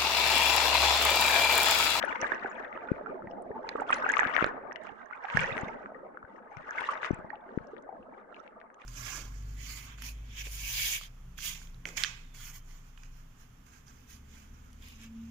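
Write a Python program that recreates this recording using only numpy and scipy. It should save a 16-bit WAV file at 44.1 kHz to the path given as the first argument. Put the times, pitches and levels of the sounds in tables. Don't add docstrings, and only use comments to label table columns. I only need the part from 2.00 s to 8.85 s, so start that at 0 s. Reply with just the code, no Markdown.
import sys
import numpy as np
from scipy import signal
from scipy.fft import rfft, irfft
from scipy.io import wavfile
from scipy.ndimage import uniform_filter1d

SR = 44100
rng = np.random.default_rng(int(sys.argv[2]) if len(sys.argv) > 2 else 0)


def waveform_to_disk(signal):
    frames = np.transpose(np.atleast_2d(signal))
    scaled = np.clip(frames, -1, 1) * 32767
    samples = np.round(scaled).astype(np.int16)
    wavfile.write(sys.argv[1], SR, samples)


N = 302085


def from_db(db):
    return 10 ** (np.asarray(db) / 20)


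def in_time(rows):
    s, *columns = np.transpose(rows)
    return [np.interp(np.arange(N) / SR, s, column) for column in columns]


def at_hz(points, hz):
    known, level = np.transpose(points)
    return np.interp(np.log(hz + 1e-9), np.log(known), level)


def panned(pan_db):
    gains = from_db(np.array([[.5], [-.5]]) * pan_db)
    return gains / np.sqrt(np.mean(gains ** 2, axis=0))


def add(out, s, sound):
    start = min(max(int(s * SR), 0), N)
    out[:, start:start + sound.shape[1]] += sound[:, :N - start]


def noise(spectrum):
    white = rfft(rng.standard_normal((2, N)))
    hz = np.arange(white.shape[1]) * SR / N
    coloured = irfft(white * from_db(at_hz(spectrum, hz)), N)
    return coloured / coloured.std()


def clusters(per_s):
    knots = rng.standard_normal(2000)
    swing = np.interp(np.arange(N) / SR * per_s, np.arange(len(knots)), knots)
    return np.sqrt(3 / 2) * swing


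def scattered(count):
    when, size = rng.random((count, 2)).T
    return (np.arange(count) + when) / count * (N - 1), size


def pitches_of(sizes, size):
    return sizes[0][0] * (sizes[-1][0] / sizes[0][0]) ** size


# (frequency [Hz], relative density [dB per Hz])
ROOM_TONE_SPECTRUM = [(15, 12.5), (60, 6), (300, -2), (1500, -15.5), (4000, -24), (10000, -21),
                      (20000, -54)]


def room_tone(level_db=-79.5):
    return from_db(level_db) * noise(ROOM_TONE_SPECTRUM)


def echoes(x, t60, wet_db, dull_hz, crossover):
    t = np.arange(SR // 2) / SR
    first_echo_s = .002
    tail = rng.standard_normal((2, len(t))) * from_db(-60 * t / t60) * (t > first_echo_s)
    tail /= np.sqrt(np.sum(tail ** 2, axis=1, keepdims=True))
    tail = signal.sosfilt(signal.butter(4, dull_hz, fs=SR, output="sos"), tail)
    crossed = x + crossover * x[::-1]
    return from_db(wet_db) * signal.oaconvolve(crossed, tail, axes=1)[:, :N]


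def eddies(puff_eddy_db=-34, glug_eddy_db=-12.0, fall_db_per_s=154.5):
    out = np.zeros((2, N))
    dying = from_db(-fall_db_per_s * np.arange(SR // 2) / SR)
    for s, peak_db, _, pan_db in AIR_PUFFS:
        add(out, s, from_db(peak_db + puff_eddy_db) * dying * panned(pan_db))
    for s, peak_db, _, _, pan_db in POCKET_GLUGS:
        add(out, s, from_db(peak_db + glug_eddy_db) * dying * panned(pan_db))
    return out


# (frequency [Hz], relative density [dB per Hz])
STIRRED_AIR_SPECTRUM = [(10, -7.5), (25, 2.5), (60, -1), (130, -6.5), (190, 2), (300, -48), (700, -17.5)]


def stirred_air(level_db, draught_db=-11, lumps_db=1.5):
    lumps = lumps_db * np.tanh(clusters(per_s=51))
    draught = from_db(level_db + draught_db + lumps) * panned(2.2)
    air = noise(STIRRED_AIR_SPECTRUM) * (draught + eddies())
    return signal.sosfilt(signal.butter(2, 1200, fs=SR, output="sos"), air)


# (time of full swing [s], peak [dB], pitch at full swing [Hz], half length [s], left-right [dB])
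POCKET_GLUGS = [(3.352, -21.5, 157, 0.0042, 27), (3.388, -35, 137, 0.015, 14),
                (3.418, -35, 157.3, 0.0097, 20), (3.523, -37, 118, 0.0086, 29),
                (3.673, -39.5, 210, 0.0067, -1), (4.574, -38.5, 126, 0.0061, 30),
                (5.953, -51, 292, 0.013, -2), (6.003, -49, 224, 0.0085, 2)]


def glugs(rise_octaves_per_s=20.0):
    out = np.zeros((2, N))
    t = np.arange(-SR // 20, SR // 20) / SR
    for s, peak_db, hz, half_s, pan_db in POCKET_GLUGS:
        phase = 2 * np.pi * np.cumsum(hz * 2 ** (rise_octaves_per_s * t)) / SR
        wobble = np.sin(phase) * np.exp(-(t / half_s) ** 2)
        add(out, s + t[0], from_db(peak_db) * panned(pan_db) * wobble)
    return out


# (time of mid swing [s], peak [dB], centre [Hz], left-right [dB])
AIR_PUFFS = [(0.229, -37, 141, 1), (0.9181, -14, 219, 19), (1.2442, -38.5, 208, 4), (1.273, -43, 130, 8),
             (1.51, -39, 151, 21), (2.2648, -32, 202, 10), (2.4257, -17.5, 313, -6.5),
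             (2.919, -47, 146, -16), (3.566, -31.5, 260, 33), (3.6346, -27.5, 154, 18),
             (4.245, -49, 79, 37), (5.107, -21, 370, 22), (5.11, -16, 196, 31), (5.134, -27, 127, 35),
             (5.192, -35, 238, 26), (5.247, -39.5, 166, 29), (5.5767, -17.5, 228, 29.5),
             (5.611, -41.5, 128, 35)]


def puffs():
    out = np.zeros((2, N))
    t = np.arange(-SR // 100, SR // 100) / SR
    for s, peak_db, hz, pan_db in AIR_PUFFS:
        phase = 2 * np.pi * hz * t
        swing = phase * np.exp((1 - phase ** 2) / 2)
        add(out, s + t[0], from_db(peak_db) * panned(pan_db) * swing)
    return out


def bubble(hz, t60, lag_s, rise, swell):
    t60 = max(t60, 2 / hz, .002)
    t = np.arange(int((t60 + abs(lag_s)) * SR) + 2) / SR
    age_s = np.maximum(t - np.maximum([[lag_s], [-lag_s]], 0), 0)
    attack_s = 0.18 / hz + abs(swell) * t60
    swing = (1 - np.exp(-(age_s / attack_s) ** 2)) * np.exp(-np.log(1000) * age_s / t60)
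    cycles = hz * age_s * (1 + rise * (age_s / t60 - .5) / 2)
    return swing / swing.max() * np.sin(2 * np.pi * cycles)


def swarm(sizes, stretch, count, cycles, spread_db, width_db, lag_s, rise, swell):
    out = np.zeros((2, N))
    when, size = scattered(count)
    strength, damping, place, lag = np.clip(rng.standard_normal((count, 4)), -2, 2).T
    pitches = pitches_of(sizes, size)
    gains = from_db(at_hz(sizes, pitches) + spread_db * strength) * panned(width_db * place)
    pitches = pitches * stretch[when.astype(int)]
    rings_s = cycles * 2 ** (damping / 2) / pitches
    for k in range(count):
        sound = bubble(pitches[k], rings_s[k], lag_s * lag[k], rise, swell)
        add(out, when[k] / SR, gains[:, k, None] * sound)
    power = np.mean(out ** 2, axis=0)
    power = uniform_filter1d(uniform_filter1d(power, size=3000), size=3000)
    return out / np.sqrt(np.abs(power) + 1e-9)


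# (time at full strength [s], relative splash level [dB], hold [s],
# rise [dB/s], fall [dB/s], spray against splash [dB], left-right [dB])
SURFACE_SURGES = [(0.0, -37.5, 0.33, 60, 29.5, -21, 5), (0.555, -57, 0.092, 149, 73, -17.5, 5),
                  (0.874, -46.5, 0.048, 27, 46, -25.5, -3.5), (1.711, -46.5, 0.093, 85, 135, -20, -5),
                  (1.902, -37, 0.055, 248, 146, -13, -1.5), (2.038, -35.5, 0.23, 198.5, 134, -20.5, 5),
                  (2.351, -31.5, 0.081, 144.5, 155, -19, 8), (2.83, -49.5, 0.025, 158, 30, -18, -19),
                  (3.137, -50, 0.22, 70, 91, -26, -11), (3.38, -34, 0.02, 103, 41.5, -11.5, -1.5),
                  (4.324, -63.5, 0.033, 120, 120, -15.5, 9), (4.576, -52, 0.13, 102, 96, -16.5, 2),
                  (4.807, -38.5, 0.098, 67.5, 95, -15.5, 5.5), (5.051, -38.5, 0.0066, 203, 121, -12, -1.5),
                  (5.515, -59, 0.21, 91, 97.5, -19.5, 2), (6.162, -54.5, 0.022, 120, 110, -24.5, 3),
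                  (6.347, -60, 0.11, 155, 117, -14, -9), (6.82, -53, 0.03, 253, 107, -14.5, -15)]
FOAM_DB, FOAM_FALL_DB_PER_S = -17, 22.5
CALM_SPLASH_DB, CALM_SPRAY_DB = -59, -114
SPRAY_STEEPNESS = 1.83
CALM_PITCH, SURGE_OCTAVES, TEAR_LEAD_S, TEAR_S, SETTLE_S = 0.9186, 0.51, 0.25, 0.21, 0.62
TEAR_FOLLOWS = 0.5


def surface():
    t = np.arange(N) / SR
    strongest_db = max(row[1] for row in SURFACE_SURGES)
    splash, spray, torn = from_db(CALM_SPLASH_DB) ** 2, from_db(CALM_SPRAY_DB) ** 2, 0
    for s, db, hold_s, rise, fall, spray_db, pan_db in SURFACE_SURGES:
        before_s, after_s = np.maximum(s - t, 0), np.maximum(t - s - hold_s, 0)
        foam_db = FOAM_DB - FOAM_FALL_DB_PER_S * after_s
        shape_db = -rise * before_s + np.maximum(-fall * after_s, foam_db)
        splash = splash + (from_db(db + shape_db) * panned(pan_db)) ** 2
        spray = spray + from_db(db + spray_db + SPRAY_STEEPNESS * shape_db) ** 2
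        age_s = t - s + TEAR_LEAD_S
        tearing = np.exp(-(age_s / np.where(age_s < 0, TEAR_S, SETTLE_S)) ** 2)
        torn = np.maximum(torn, from_db(TEAR_FOLLOWS * (db - strongest_db)) * tearing)
    return np.sqrt(splash), np.sqrt(spray), CALM_PITCH * 2 ** (SURGE_OCTAVES * torn)


# (pitch [Hz], relative strength [dB])
SPRAY_BY_PITCH = [(3300, 11), (4600, -15.5), (5700, -2.5), (6700, -18), (8000, -9.5), (10500, -39)]
# (frequency [Hz], relative density [dB per Hz])
FIZZ_SPECTRUM = [(1500, -37.5), (2800, 20), (3600, 7), (4700, 2), (6500, 2.5), (8500, -10), (11000, -25)]


def spatter(spray_gain, ragged_db=3.0):
    drops = swarm(SPRAY_BY_PITCH, np.ones(N), count=1500, cycles=27,
                  spread_db=7.5, width_db=15.5, lag_s=.0003, rise=0.056, swell=0.19)
    spray = from_db(-5.0) * drops + from_db(-1.0) * noise(FIZZ_SPECTRUM)
    return spray * spray_gain * from_db(ragged_db * clusters(per_s=130))


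def droplets(surface_db, count=100, peak_db=-49.0, follows=1.23, cycles=38, spread_db=4.5, width_db=23.0):
    out = np.zeros((2, N))
    when, size = scattered(count)
    strength, damping, place = np.clip(rng.standard_normal((count, 3)), -1.5, 1.5).T
    pitches = pitches_of(SPRAY_BY_PITCH, size)
    roughness_db = surface_db[when.astype(int)] - surface_db.max()
    level_db = peak_db + follows * roughness_db + spread_db * strength
    gains = from_db(level_db + at_hz(SPRAY_BY_PITCH, pitches)) * panned(width_db * place)
    for k, hz in enumerate(pitches):
        ring_s = cycles * 2 ** (damping[k] / 2) / hz
        add(out, when[k] / SR, gains[:, k, None] * bubble(hz, ring_s, 0, rise=0.012, swell=0.061))
    return out


# (pitch [Hz], relative strength [dB])
SPLASH_BY_PITCH = [(900, -11), (1200, -8.5), (1500, -3.5), (1780, -4), (2150, -6), (2550, -12), (2900, -10)]


def splashing(splash_gain, splash_db):
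    fineness = 2 ** (0.01665 * (splash_db - splash_db.max()) + 0.095)
    splash = swarm(SPLASH_BY_PITCH, fineness, count=3800, cycles=32.2,
                   spread_db=3.0, width_db=10.5, lag_s=0.000551, rise=0.14, swell=0.037)
    return splash * splash_gain * from_db(0.8)


# (pitch [Hz], relative strength [dB])
GURGLE_BY_PITCH = [(200, -8.5), (260, -9), (340, -4), (500, 2.5), (720, 5.5), (1000, 1.5)]
# (time [s], relative level [dB])
AIR_FLOW = [(0.0, -44), (0.68, -50), (0.88, -47), (1.75, -47), (2.08, -42.5), (2.44, -45), (2.98, -56.5),
            (3.28, -57.5), (3.42, -44.5), (3.66, -45.5), (4.23, -58.5), (4.96, -51.5), (5.17, -54.5),
            (5.57, -54.5), (5.74, -53.5), (5.86, -56), (6.06, -53.5), (6.26, -57), (6.45, -58),
            (6.85, -63.5)]
# (time [s], left-right [dB])
GURGLE_PLACE = [(0.0, 15), (0.04, 49), (0.15, 3), (0.3, 0.5), (2.73, -3), (2.78, -12.5), (3.26, -42),
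                (3.3, 0), (6.81, 2), (6.85, 5)]


def gurgling(flow_db, pitch_factor):
    pan_db, = in_time(GURGLE_PLACE)
    gurgle = swarm(GURGLE_BY_PITCH, pitch_factor, count=2200, cycles=21.5,
                   spread_db=2.0, width_db=0.5, lag_s=0.00035, rise=0.17, swell=0.048)
    return gurgle * from_db(flow_db + 4) * panned(pan_db)


def shed_fizz(bursts, level_db=-32.0, linger_s=0.0036, above_hz=2300):
    keep = np.exp(-1 / (linger_s * SR))
    high_pass = signal.butter(2, above_hz, "high", fs=SR, output="sos")
    sharp = signal.sosfilt(high_pass, bursts + 1e-18)
    power = signal.lfilter([1 - keep], [1, -keep], sharp ** 2 + 1e-18)
    return from_db(level_db) * np.sqrt(power) * noise(FIZZ_SPECTRUM)


# (time [s], peak [dB], pitch [Hz], time to fall 60 dB [s], left-right [dB])
SINGLE_BUBBLES = [(0.026, -27.5, 3070, 0.0068, 35), (0.027, -18.5, 1820, 0.01, 28),
                  (0.0379, -20, 673, 0.019, 33), (0.044, -24, 1733, 0.031, 30),
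                  (0.0517, -39, 9700, 0.0038, 30), (0.1085, -32, 2320, 0.027, 31),
                  (0.126, -23, 1780, 0.012, -18), (0.156, -26.5, 2150, 0.013, 14),
                  (0.206, -44, 5650, 0.007, -33), (0.2144, -26.5, 6130, 0.006, -39),
                  (0.2293, -24.5, 1730, 0.0098, -8), (0.23, -23.5, 630, 0.015, 3),
                  (0.2335, -31.5, 2360, 0.026, 18), (0.2435, -18.5, 1635, 0.017, -24),
                  (0.319, -22, 920, 0.0082, -18), (0.3182, -16, 1690, 0.02, -24),
                  (0.3209, -31.5, 360, 0.018, 11), (0.322, -41.5, 3580, 0.0093, 23),
                  (0.395, -49, 4260, 0.0042, 32), (0.424, -35, 1775, 0.033, 7),
                  (0.4455, -25.5, 800, 0.034, -15), (0.448, -27, 392, 0.016, -3),
                  (0.459, -24, 1550, 0.02, 11), (0.4944, -60, 6900, 0.089, -20),
                  (0.5136, -30, 1560, 0.013, -13), (0.5527, -51, 3300, 0.012, 24),
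                  (0.646, -48.5, 3390, 0.01, 28), (0.647, -35, 1860, 0.028, 27),
                  (0.7275, -32.5, 2070, 0.0095, 20), (0.775, -27.5, 1330, 0.0076, -16),
                  (0.773, -49, 2980, 0.011, -33), (0.885, -31.5, 1470, 0.048, -12),
                  (0.96, -45, 2170, 0.012, 17), (1.01, -31, 566, 0.021, -2),
                  (1.0603, -27.5, 1366, 0.017, -18), (1.069, -28, 1440, 0.014, -4),
                  (1.221, -37, 1350, 0.02, 6), (1.272, -37.5, 1930, 0.016, -3),
                  (1.3015, -62, 5440, 0.0066, 24), (1.312, -56, 5300, 0.009, 26),
                  (1.312, -49, 2910, 0.011, 21), (1.3345, -31.5, 693, 0.018, 3),
                  (1.4224, -47.5, 8890, 0.0026, 32), (1.5038, -29, 432, 0.042, 1),
                  (1.514, -42, 1790, 0.018, 19), (1.6907, -23, 4200, 0.0024, -5),
                  (1.6906, -21, 1970, 0.0031, -7), (1.7522, -23, 459, 0.03, 1),
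                  (1.7567, -25, 1230, 0.012, -3), (1.7785, -28.5, 1110, 0.026, -16),
                  (1.7978, -28.5, 1434, 0.022, -14), (1.808, -43, 7660, 0.003, 31),
                  (1.8185, -20, 816, 0.024, -10), (1.893, -23.5, 1290, 0.047, -5),
                  (1.9043, -12, 1150, 0.0064, -8.5), (1.912, -36.5, 8890, 0.002, 21),
                  (1.925, -21, 2510, 0.019, -35), (1.9267, -25.5, 3150, 0.0093, -29),
                  (1.9284, -11, 1520, 0.016, 0), (1.931, -33, 7230, 0.0034, -32),
                  (1.9429, -25.5, 5970, 0.0017, 22), (1.946, -40, 3920, 0.006, -33),
                  (1.954, -56, 9550, 0.081, -30), (2.022, -23, 1520, 0.017, -4),
                  (2.041, -21, 1510, 0.022, -6), (2.06, -26, 777, 0.032, 3), (2.063, -18, 1430, 0.025, 4.5),
                  (2.0896, -16.5, 1635, 0.021, -18), (2.092, -33.5, 6680, 0.0057, -29),
                  (2.0988, -16, 1710, 0.029, 28), (2.098, -33.5, 3250, 0.008, 25),
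                  (2.1187, -26.5, 6740, 0.0026, -18), (2.1373, -15.5, 2130, 0.016, -34),
                  (2.16, -43, 6660, 0.005, 32), (2.182, -31, 6360, 0.0028, -36),
                  (2.167, -15, 1187, 0.032, 29), (2.1688, -17, 2470, 0.0035, 23.5),
                  (2.1926, -6, 1760, 0.0058, -23), (2.1987, -29.5, 6560, 0.004, 15),
                  (2.2055, -17.5, 1750, 0.036, 8), (2.2205, -22, 810, 0.011, -20),
                  (2.2318, -11.5, 1340, 0.0065, -13.5), (2.2511, -16.5, 1636, 0.016, 15),
                  (2.2718, -22.5, 2250, 0.0018, 25.5), (2.339, -37, 3300, 0.0095, 30.5),
                  (2.3647, -6, 1840, 0.0043, 30), (2.3776, -21.5, 1990, 0.018, 30),
                  (2.3787, -20, 700, 0.0074, 27), (2.3843, -16.5, 1580, 0.016, 30),
                  (2.39, -14.5, 1320, 0.013, 30), (2.4083, -13.5, 1400, 0.01, 32),
                  (2.4245, -15, 1340, 0.0051, -7), (2.425, -22.5, 860, 0.0035, 2),
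                  (2.4432, -24, 3650, 0.0021, -6), (2.443, -10, 1450, 0.0059, -22),
                  (2.4436, -15.5, 586, 0.0025, -7), (2.463, -23, 344, 0.0092, -26),
                  (2.4644, -23, 1470, 0.0086, -17), (2.4634, -42, 7160, 0.0039, -35),
                  (2.648, -39.5, 690, 0.055, 13), (2.711, -33, 1830, 0.017, 24),
                  (2.7205, -28, 1620, 0.0055, -14), (2.7268, -46, 5850, 0.0057, -23),
                  (2.7595, -32.5, 2850, 0.0078, 28), (2.759, -27, 1940, 0.0094, 28),
                  (2.7595, -44, 5130, 0.0013, 27), (2.7972, -40, 620, 0.1, -23),
                  (2.836, -50, 7700, 0.0018, 31), (2.869, -38, 2340, 0.0089, 33),
                  (2.8905, -35.5, 830, 0.044, -29), (2.8905, -43.5, 2760, 0.01, 26),
                  (3.058, -59, 6200, 0.01, 20), (3.1095, -30, 1220, 0.016, -19),
                  (3.125, -33.5, 1480, 0.033, 19), (3.133, -33.5, 2100, 0.014, 4),
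                  (3.2433, -28.5, 800, 0.043, -28), (3.2528, -27, 1800, 0.0037, -3),
                  (3.285, -29, 1730, 0.0077, 1), (3.3006, -23.5, 2130, 0.0041, 21),
                  (3.3721, -17.5, 760, 0.0035, 4.5), (3.3709, -8, 1720, 0.01, -25),
                  (3.372, -28.5, 5300, 0.004, -24), (3.3723, -36.5, 8800, 0.0027, -28),
                  (3.392, -19, 2310, 0.014, 23), (3.406, -31.5, 7300, 0.0018, -28),
                  (3.4138, -23, 1550, 0.01, -24), (3.4346, -29.5, 2580, 0.0067, 26),
                  (3.441, -21, 1860, 0.017, -27), (3.4685, -43, 6040, 0.0061, -25),
                  (3.517, -30, 2530, 0.021, -34), (3.525, -37.5, 3630, 0.018, -29),
                  (3.5683, -23, 1940, 0.0033, 9), (3.5796, -44.5, 8900, 0.0018, -32),
                  (3.5791, -19.5, 2000, 0.0062, 19), (3.6116, -41.5, 7040, 0.0048, -35),
                  (3.6825, -50, 6200, 0.005, -35), (3.683, -33, 2120, 0.017, -12),
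                  (3.859, -27, 1310, 0.0072, -2.5), (3.9192, -33.5, 685, 0.021, 0),
                  (3.946, -40.5, 1890, 0.025, 32), (4.0304, -42.5, 534, 0.081, -2),
                  (4.172, -30.5, 1415, 0.014, 11), (4.2276, -35.5, 1340, 0.015, 6),
                  (4.249, -40.5, 1550, 0.02, 17), (4.3597, -47, 1872, 0.018, 23),
                  (4.5694, -34.5, 2090, 0.0075, 25), (4.5692, -50, 5600, 0.0055, 26),
                  (4.691, -29.5, 1660, 0.02, 3), (4.708, -25.5, 1610, 0.019, -4),
                  (4.7074, -39.5, 6250, 0.0038, -13), (4.779, -28, 1630, 0.016, -4),
                  (4.7832, -22.5, 2120, 0.017, -8), (4.806, -42, 8950, 0.0018, -38),
                  (4.809, -20.5, 1470, 0.0017, 22), (4.818, -25.5, 880, 0.013, 11),
                  (4.8394, -24, 1840, 0.018, -5), (4.888, -18, 1170, 0.031, -6),
                  (4.9124, -43.5, 8400, 0.0026, 33), (4.9544, -24.5, 1540, 0.0053, 31),
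                  (5.0312, -18, 1530, 0.0048, 17), (5.046, -17, 1770, 0.0037, 22),
                  (5.052, -47, 5000, 0.0074, 27), (5.1445, -43, 7640, 0.00097, 24),
                  (5.298, -61, 4400, 0.014, -17), (5.3032, -28.5, 1810, 0.013, -21),
                  (5.329, -34, 858, 0.062, 6), (5.3558, -45, 2730, 0.0065, 29),
                  (5.4906, -41.5, 1620, 0.013, -28), (5.524, -41.5, 441, 0.032, 0),
                  (5.586, -34, 1510, 0.007, 7), (5.6707, -54, 5470, 0.0038, 31),
                  (5.7317, -37, 434, 0.038, 0), (5.766, -36, 1740, 0.0051, 15),
                  (5.781, -51.5, 3350, 0.0073, 12), (5.824, -56, 6400, 0.002, 17.5),
                  (5.8898, -31.5, 786, 0.027, 10), (5.9261, -33.5, 747, 0.027, 8),
                  (6.028, -55, 2680, 0.012, 14), (6.3255, -40.5, 1380, 0.018, -15),
                  (6.344, -41, 2760, 0.0086, 20), (6.365, -44, 2325, 0.011, 18),
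                  (6.4, -57.5, 5700, 0.011, 35), (6.4, -42, 1320, 0.027, -20),
                  (6.4638, -41, 1650, 0.0072, 12), (6.4773, -40, 2324, 0.0044, 29),
                  (6.602, -46, 2240, 0.0016, 11), (6.614, -36.5, 1670, 0.005, 6),
                  (6.702, -41, 1490, 0.0086, 7), (6.7435, -53, 2730, 0.0033, 15),
                  (6.7432, -55.5, 6400, 0.005, 33), (6.817, -45, 2450, 0.015, 17)]


def single_bubbles(lag_s=0.00033, rise=0.054, swell=0.038, daughter_db=-11, split_s=0.0031, split_octaves=0.11):
    out = np.zeros((2, N))
    draws = np.clip(rng.standard_normal((len(SINGLE_BUBBLES), 3)), -1.5, 1.5)
    for (s, peak_db, hz, t60, pan_db), (lag, wait, size) in zip(SINGLE_BUBBLES, draws):
        gain = from_db(peak_db) * panned(pan_db)
        add(out, s, gain * bubble(hz, t60, lag_s * lag, rise, swell))
        daughter = bubble(hz * 2 ** (split_octaves * size), t60, -lag_s * lag, rise, swell)
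        add(out, s + split_s * 2 ** (wait / 2), gain * from_db(daughter_db) * daughter)
    return out


def scene():
    flow_db, = in_time(AIR_FLOW)
    splash_gain, spray_gain, gurgle_pitch = surface()
    splash_db = 10 * np.log10(np.mean(splash_gain ** 2, axis=0))
    bubbling = gurgling(flow_db, gurgle_pitch) + splashing(splash_gain, splash_db) + spatter(spray_gain)
    bunch_db = 2.02 * clusters(per_s=50)
    bubbling = bubbling * from_db(bunch_db - 1.4)
    wash = echoes(bubbling, t60=0.059, wet_db=-7.5, dull_hz=2120, crossover=0.24)
    bursts = single_bubbles()
    water = bubbling + wash + droplets(splash_db) + bursts + shed_fizz(bursts)
    tank = echoes(water, t60=0.18, wet_db=-14.0, dull_hz=3200, crossover=0.23)
    room = echoes(water, t60=0.71, wet_db=-18.0, dull_hz=2140, crossover=0.77)
    air = stirred_air(flow_db + bunch_db) + puffs()
    return room_tone() + room + tank + air + glugs() + water


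def record(dry, cutoff_hz=11500):
    low_pass = signal.ellip(10, .2, 80, cutoff_hz, fs=SR, output="sos")
    return signal.sosfilt(low_pass, dry)


dry = scene()
out = record(dry)
waveform_to_disk(out)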